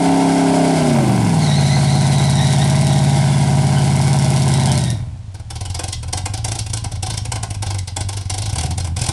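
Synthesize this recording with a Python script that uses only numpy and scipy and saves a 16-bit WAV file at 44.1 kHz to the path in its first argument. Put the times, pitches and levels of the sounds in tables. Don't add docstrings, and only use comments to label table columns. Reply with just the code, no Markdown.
import sys
import numpy as np
from scipy import signal
from scipy.fft import rfft, irfft
from scipy.io import wavfile
from scipy.ndimage import uniform_filter1d, map_coordinates

SR = 44100
rng = np.random.default_rng(int(sys.argv[2]) if len(sys.argv) > 2 else 0)


def master_out(mix):
    frames = np.transpose(np.atleast_2d(mix))
    ceiling = np.clip(frames, -1, 1)
    pcm = np.round(ceiling * 32767).astype(np.int16)
    wavfile.write(sys.argv[1], SR, pcm)


N = 402191
TIME = np.arange(N) / SR
LIFT_S, SHUT_S = 4.734, 4.98

# time in seconds, firings per second.
FIRING_RATE = [(0, 273.8), (.45, 270), (.72, 263.5), (.9, 239), (1.1, 198.8), (1.4, 154.5), (1.6, 139.8),
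               (2.3, 139.1), (2.8, 140.8), (4.2, 138.3), (4.75, 133.5), (4.9, 124), (5.1, 72), (5.35, 43),
               (6.05, 41), (6.4, 55), (7.3, 54), (8.25, 46), (8.5, 55), (8.56, 79), (9.12, 84)]
# pulse in dB, lag down the pipe in ms, leak in dB.
CYLINDERS = [(-1.1, 0, 2), (5.5, 4, -1), (-0.5, 3, -18.5), (0.5, 2, -7), (1.6, 1.5, 1), (5.5, 1.22, -29.5),
             (7, 2.5, -22), (-4, 3, 6)]
# start in seconds, number of spits, first jet in dB, first pop in dB.
SPIT_RUNS = [(5.345, 2, -28.5, -39.5), (5.505, 2, -17.5, -32), (5.609, 1, -18.5, -33.5),
             (5.654, 2, -17, -34.5), (5.746, 1, -14.5, -29.5), (5.793, 1, -13.5, -24.5),
             (5.838, 2, -12.5, -31), (5.927, 1, -12.5, -38), (6.03, 2, -20, -34.5), (6.13, 2, -9, -24),
             (6.258, 1, -11.5, -24.5), (6.338, 2, -14.5, -30.5), (6.446, 4, -10, -26.5),
             (6.589, 1, -10.5, -34), (6.664, 2, -17.5, -36.5), (6.735, 2, -10.5, -29), (6.843, 1, -15, -27),
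             (6.918, 2, -20, -35), (7.028, 4, -12, -27.5), (7.175, 1, -12, -34.5), (7.252, 1, -16, -33.5),
             (7.32, 2, -11.5, -24), (7.431, 1, -14, -27), (7.506, 2, -16.5, -33), (7.625, 4, -13.5, -27),
             (7.786, 1, -14.5, -44), (7.876, 1, -18.5, -35.5), (7.966, 2, -10.5, -25), (8.089, 3, -14, -30),
             (8.211, 2, -24, -40), (8.299, 4, -10.5, -27.5), (8.458, 3, -14.5, -31),
             (8.557, 1, -14.5, -28.5), (8.584, 4, -11.5, -27), (8.708, 1, -16, -31), (8.779, 2, -13.5, -30),
             (8.847, 2, -18, -31.5), (8.966, 2, -12.5, -30.5), (9.015, 3, -10.5, -28),
             (9.088, 1, -9, -24.5)]
# frequency in Hz, gain in dB.
PIPE_RASP = [(140, -21.5), (230, -8.5), (315, -3), (440, -9.5), (560, -8), (650, -10.5), (740, 2),
             (830, -3.5), (900, -6), (1010, -5.5), (1230, -20), (1550, -8.5), (1820, -22), (2130, -12),
             (2600, -16.5), (3400, -22.5), (5700, -103)]
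LEAK_JET = [(1060, -58), (1800, -15), (2130, -1), (2610, -11.5), (2780, -2.5), (3570, 0.5), (3880, -3.5),
            (4780, 0.5), (5660, 3.5), (6600, -5.5), (8900, 2.5), (11000, -3.5), (11700, -15), (12400, -60),
            (16100, -81), (22000, -120)]
LEAK_SIZZLE = [(3000, -29.5), (5400, -7.5), (6700, -8.5), (8600, -5), (10000, -12), (12300, -44)]


def exhaust(turn, times, cylinder, jitter_ms=0.082, boom_fall_db_per_s=20.5, mouth_fall_db_per_s=66):
    # frequency in Hz, gain in dB.
    rumble_spectrum = [(30, -21), (90, 2), (200, -0.5), (290, -3), (380, -1.5), (480, -16), (620, -36)]
    bark_spectrum = [(400, -47), (520, -28), (620, 1), (760, -3), (900, -2.5), (1000, -3.5), (1200, -31),
                     (1550, -30), (1850, -31), (2100, -32), (2700, -26), (5000, -57)]
    size_db, lag_ms, _ = np.array(CYLINDERS)[cylinder].T
    timing, strength, gust = rng.standard_normal((len(times), 3)).T
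    arrivals = times + (lag_ms + jitter_ms * timing) / 1000
    beats = pulses(arrivals, amp(size_db + 2.5 * strength))
    flow = steady(puffs(times, amp(3.5 * gust), rise_s=.002))
    racing = np.clip((curves(FIRING_RATE)[0] - 148) / 118, 0, 1)
    strain = np.sin(np.pi * racing)
    boom = pipe_tones(turn, racing, strain) + turbulence(flow * amp(-20 + 12 * strain), rumble_spectrum)
    bark = amp(-4 - 12 * racing) * steady(colour(beats, bark_spectrum))
    rasp = turbulence(flow * amp(-5 - 4 * racing), PIPE_RASP)
    lifted_s = np.maximum(TIME - LIFT_S, 0)
    boom_db = -14 - boom_fall_db_per_s * lifted_s
    mouth_db = -26 + 8.5 * racing + 1.5 * strain - mouth_fall_db_per_s * lifted_s
    return (1 - throttle_shut()) * amp(boom_db) * boom + amp(mouth_db) * (bark + rasp)


def pipe_tones(turn, racing, strain, waver_db=.9, burble_db=7):
    # multiple of the eight-cylinder cycle, level racing free in dB, level labouring in dB.
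    harmonics = [(3, -22, -28), (4, -21, -32), (5, -4, -10), (6, -13, -13), (7, -19, -8), (8, -2, 0),
                 (9, -9, -9), (10, -25, -17), (11, -14, -8), (12, -12, -19), (13, -15, -16), (14, -31, -15),
                 (15, -33, -24), (16, -21, -28), (17, -27, -26), (18, -14, -32), (19, -16, -25),
                 (20, -12, -31), (21, -11, -26), (22, -14, -28), (23, -19, -31), (24, -23, -26),
                 (26, -14, -40), (28, -19, -36), (36, -38, -22), (39, -38, -28), (43, -36, -25),
                 (46, -36, -26)]
    # frequency in Hz, gain in dB.
    muffler = [(440, 0), (475, -14), (520, -14), (545, -3), (600, 0)]
    pattern = np.angle(np.fft.fft(amp(np.transpose(CYLINDERS)[0])))
    cycle = 2 * np.pi * turn / len(CYLINDERS)
    tones = np.zeros(N)
    for multiple, racing_db, labouring_db in harmonics:
        k = round(multiple)
        level = racing * racing_db + (1 - racing) * labouring_db + waver_db * wobble(13)
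        level += burble_db * strain * (k % len(CYLINDERS) == 5)
        dispersion = np.pi / 3 * (k - len(CYLINDERS)) ** 2
        drift = (.08 + .009 * k) * wobble(18)
        tones += amp(level) * np.cos(k * cycle + pattern[k % len(pattern)] + dispersion + drift)
    return steady(colour(tones, muffler))


def idle(times, cylinder, scatter_db=7.5, jitter_s=0.00081, bank_db=3, blip_ratio=1.194):
    # time in seconds, level in dB.
    lope = [(5, -21.5), (5.17, -28.5), (5.5, -29.5), (5.67, -22), (5.93, -26), (6.2, -22.5), (7.5, -23.5),
            (7.8, -19), (7.89, -30), (8, -20.5), (8.28, -23), (8.4, -20.5), (9.12, -20)]
    # frequency in Hz, gain in dB.
    resonance = [(15, -37), (30, -6), (55, -12.5), (76, -3), (97, 6.5), (115, -1.5), (145, -15.5),
                 (200, -21), (300, -31.5), (450, -61), (3000, -110)]
    strength, timing = rng.standard_normal((len(times), 2)).T
    size_db = 0.19 * np.array(CYLINDERS)[cylinder, 0] - bank_db * (cylinder % 2) + scatter_db * strength
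    beats = pulses(times + jitter_s * timing, amp(size_db))
    blip = np.clip((curves(FIRING_RATE)[0] - 55) / 28 + 0.35 * wobble(7), 0, 1)
    low = colour(beats, resonance)
    high = colour(beats, np.array(resonance) * [blip_ratio, 1])
    boom = steady((1 - blip) * low + blip * high, size=2400)
    return throttle_shut() * amp(curves(lope)[0]) * boom


def firings():
    turn = np.cumsum(curves(FIRING_RATE)[0]) / SR
    run_s = np.transpose(SPIT_RUNS)[0]
    stumble = np.unwrap(np.interp(run_s, TIME, turn) % 2, period=2)
    return turn - np.interp(TIME, np.r_[run_s[0] - .5, run_s], np.r_[0, stumble])


def throttle_shut(closing_s=0.1):
    return np.clip((TIME - SHUT_S) / closing_s + .5, 0, 1)


def leak_ticks(times, cylinder, scatter_db=3.5, sizzle_share=0.33):
    # time in seconds, level of the ticking in dB.
    loudness = [(0, -37.5), (1.8, -38), (2.2, -32), (2.9, -31.5), (3.3, -40.5), (4.2, -31), (4.8, -28.5),
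                (4.92, -35), (5.02, -70)]
    sizes = amp(np.array(CYLINDERS)[cylinder, 2] + scatter_db * rng.uniform(-0.63, 1, len(times)))
    gas = (1 - sizzle_share) * noise(LEAK_JET) + sizzle_share * noise(LEAK_SIZZLE)
    return amp(curves(loudness)[0]) * steady(puffs(times, sizes, rise_s=0.0017) * gas, size=12000)


def leak_spits(turn, lead_s=0.0052, sizzle_growth=1.63):
    # frequency in Hz, gain in dB.
    crack_spectrum = [(1200, -42), (2300, -12), (3000, -6), (4400, 1), (6000, -2.5), (9000, -25)]
    times, jet_db, pop_db = spit_beats(turn)
    onsets = times - lead_s
    jet_flow = puffs(onsets, amp(jet_db - 13), rise_s=0.0077) * amp(1.6 * wobble(500))
    jet = turbulence(jet_flow, LEAK_JET)
    sizzle = turbulence(puffs(times, amp(sizzle_growth * jet_db - 2), rise_s=0.0029), LEAK_SIZZLE)
    ring = pipe_ring(times, pop_db - 1)
    crack_sizes = amp(jet_db - 15) * rng.uniform(0, 1, len(times)) ** 2
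    crack = turbulence(puffs(onsets, crack_sizes, rise_s=0.014), crack_spectrum)
    clinks = steel_clinks(times, jet_db - 12)
    pop = turbulence(puffs(onsets, amp(pop_db - 0.5), rise_s=0.01), PIPE_RASP)
    return jet + crack + sizzle + clinks + ring + pop


def spit_beats(turn, fade_db=0.9, offbeat_db=2.5):
    beats = []
    for start, count, jet_db, pop_db in SPIT_RUNS:
        for k in range(round(count)):
            loss = fade_db * k + offbeat_db * (k % 2)
            beats.append((np.interp(start, TIME, turn) + 2 * k, jet_db - loss, pop_db - loss))
    firing, jet, pop = np.transpose(beats)
    return np.interp(firing, turn, TIME), jet, pop


def pipe_ring(times, db, centre_hz=810, spread=0.1726, t60=0.11, attack_s=0.013):
    detune = np.clip(rng.standard_normal((len(times), 3, 1)), -2, 1.5)
    return ringing(times, db, centre_hz * np.exp(spread * detune), t60, attack_s, size=SR // 5)


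def steel_clinks(times, db, low_hz=2000, high_hz=6000, t60=0.043, attack_s=0.0056):
    pitches = low_hz * (high_hz / low_hz) ** rng.uniform(0, 1, (len(times), 3, 1))
    return ringing(times, db, pitches, t60, attack_s, size=SR // 10)


def tyre_hiss():
    # time in seconds, level of the hiss in dB.
    loudness = [(0, -31.5), (.8, -29.5), (1.1, -35.5), (1.5, -30), (4.8, -32), (4.95, -46), (5.25, -73)]
    # frequency in Hz, gain in dB.
    spectrum = [(680, -27), (1150, -14), (1280, -7.5), (1570, -2), (1820, -10), (2130, 3.5), (2570, -13.5),
                (2870, -5), (4320, -4), (4670, -2.5), (6490, -7), (9380, -4.5), (11000, -9.5), (11700, -29),
                (12400, -59), (22000, -120)]
    return amp(curves(loudness)[0] + 1.2 * wobble(40)) * noise(spectrum)


def tyre_squeal(wander=0.03, roughness=0.031, flutter_db=4, patchy_db=3, ribs=2):
    # multiple of the pitch, relative level in dB.
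    harmonics = [(1, -7.5), (2, 0), (3, -8.5)]
    pitch, level = squeal_path()
    fundamental_db = 9 * np.clip((1700 - pitch) / 130, 0, 1)
    squeal = np.zeros(N)
    for _ in range(ribs):
        ragged_hz = pitch * (1 + wander * wobble(45) + roughness * wobble(900))
        phase = 2 * np.pi * np.cumsum(ragged_hz) / SR
        rib = sum(amp(db + fundamental_db * (k == 1) + flutter_db * wobble(250)) * np.sin(k * phase)
                  for k, db in harmonics)
        squeal += amp(patchy_db * wobble(30.11)) * rib
    return amp(level - 2) * unit(squeal)


def squeal_path(half_chirp_s=.036):
    # time in seconds, pitch in Hz, relative level in dB.
    sustained = [(1.39, 2123, -64), (1.43, 2125, -30.5), (2.45, 1929, -30), (2.88, 1943, -32.5),
                 (3.35, 1720, -38), (3.7, 1563, -57), (4.45, 1823, -43), (4.58, 1952, -35),
                 (4.92, 1854, -33.5), (5.12, 1800, -90)]
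    chirps = [(1.435, 2116, -21.5), (1.515, 1872, -20.5), (1.65, 1954, -27.5), (1.725, 1994, -19.5),
              (1.82, 2156, -30), (2.399, 1916, -24), (2.59, 1807, -29), (3.78, 1563, -30),
              (4.69, 1567, -32), (4.76, 2083, -35)]
    pitch, level = curves(sustained)
    for peak_s, hz, db in chirps:
        grab = np.exp(-((TIME - peak_s) / half_chirp_s) ** 2)
        pitch = pitch + grab * (hz - pitch)
        level = level + grab * (db - level)
    return pitch, level


def walls(x, t60=0.27, build_s=0.007):
    t = TIME[:SR // 2]
    tail = rng.standard_normal(len(t)) * amp(-60 * t / t60) * (1 - np.exp(-t / build_s))
    wet = signal.fftconvolve(x, tail / np.linalg.norm(tail))[:N]
    return colour(wet, [(150, -6), (600, 4.5), (4000, 1), (10000, -4)])


def outdoor_air():
    # frequency in Hz, gain in dB.
    spectrum = [(20, -2), (150, 2), (400, -14), (900, -10.5), (1300, -19), (4000, -20.5), (10000, -26.5),
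                (12500, -70)]
    return noise(spectrum)


def amp(db):
    return 10 ** (np.asarray(db) / 20)


def unit(x):
    return x / np.sqrt(np.mean(x ** 2) + 1e-20)


def steady(x, size=6000):
    power = uniform_filter1d(uniform_filter1d(x ** 2, size), size // 2)
    return x / np.sqrt(np.abs(power) + 1e-14)


def curves(rows):
    seconds, *columns = np.transpose(rows)
    return [np.interp(TIME, seconds, column) for column in columns]


def wobble(rate):
    knots = rng.standard_normal(int(N * rate / SR) + 4)
    fine = np.arange(0, len(knots), 1 / 8)
    return np.interp(TIME * rate, fine, map_coordinates(knots, [fine]))


def colour(x, spectrum, size=16384):
    hz, db = np.transpose(spectrum)
    gain = amp(np.interp(np.log(np.fft.rfftfreq(size, 1 / SR) + 1), np.log(hz), db))
    cepstrum = irfft(np.log(gain + 1e-6))
    cepstrum[1:size // 2] *= 2
    cepstrum[size // 2 + 1:] = 0
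    response = irfft(np.exp(rfft(cepstrum)))[:size // 2]
    return signal.fftconvolve(x, response)[:N]


def noise(spectrum):
    return unit(colour(rng.standard_normal(N), spectrum))


def turbulence(flow, spectrum):
    white = rng.standard_normal(N)
    return colour(flow * white, spectrum) / np.std(colour(white, spectrum))


def pulses(times, sizes):
    return np.bincount(np.clip(np.round(times * SR), 0, N).astype(int), sizes, N + 1)[:N]


def puffs(times, sizes, rise_s):
    u = TIME[:SR // 8] / rise_s
    return signal.fftconvolve(pulses(times, sizes), (u * np.exp(1 - u)) ** 2)[:N]


def ringing(times, db, pitches, t60, attack_s, size):
    t = TIME[:size]
    fade = amp(-60 * t / t60) * (1 - np.exp(-t / attack_s))
    out = np.zeros(N + SR)
    for start, level, hz in zip(times, db, pitches):
        out[int(start * SR):][:size] += amp(level) * fade * np.sin(2 * np.pi * hz * t).sum(0)
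    return out[:N]


def scene():
    turn = firings()
    number = np.arange(int(turn[-1]))
    times = np.interp(number, turn, TIME)
    cylinder = number % len(CYLINDERS)
    engine = exhaust(turn, times, cylinder) + idle(times, cylinder)
    leak = leak_ticks(times, cylinder) + leak_spits(turn)
    car = engine + leak + tyre_hiss() + tyre_squeal()
    return (car + amp(-8.5) * walls(car) + amp(-46.5) * outdoor_air())[None]


def record(dry, ceiling=0.51, hardness=7, low_hz=10, high_hz=12500):
    flat = dry / (1 + np.abs(dry / ceiling) ** hardness) ** (1 / hardness)
    hz = np.fft.rfftfreq(N, 1 / SR)
    return irfft(rfft(flat) * (hz > low_hz) * (hz < high_hz), N)


dry = scene()
out = record(dry)
master_out(out)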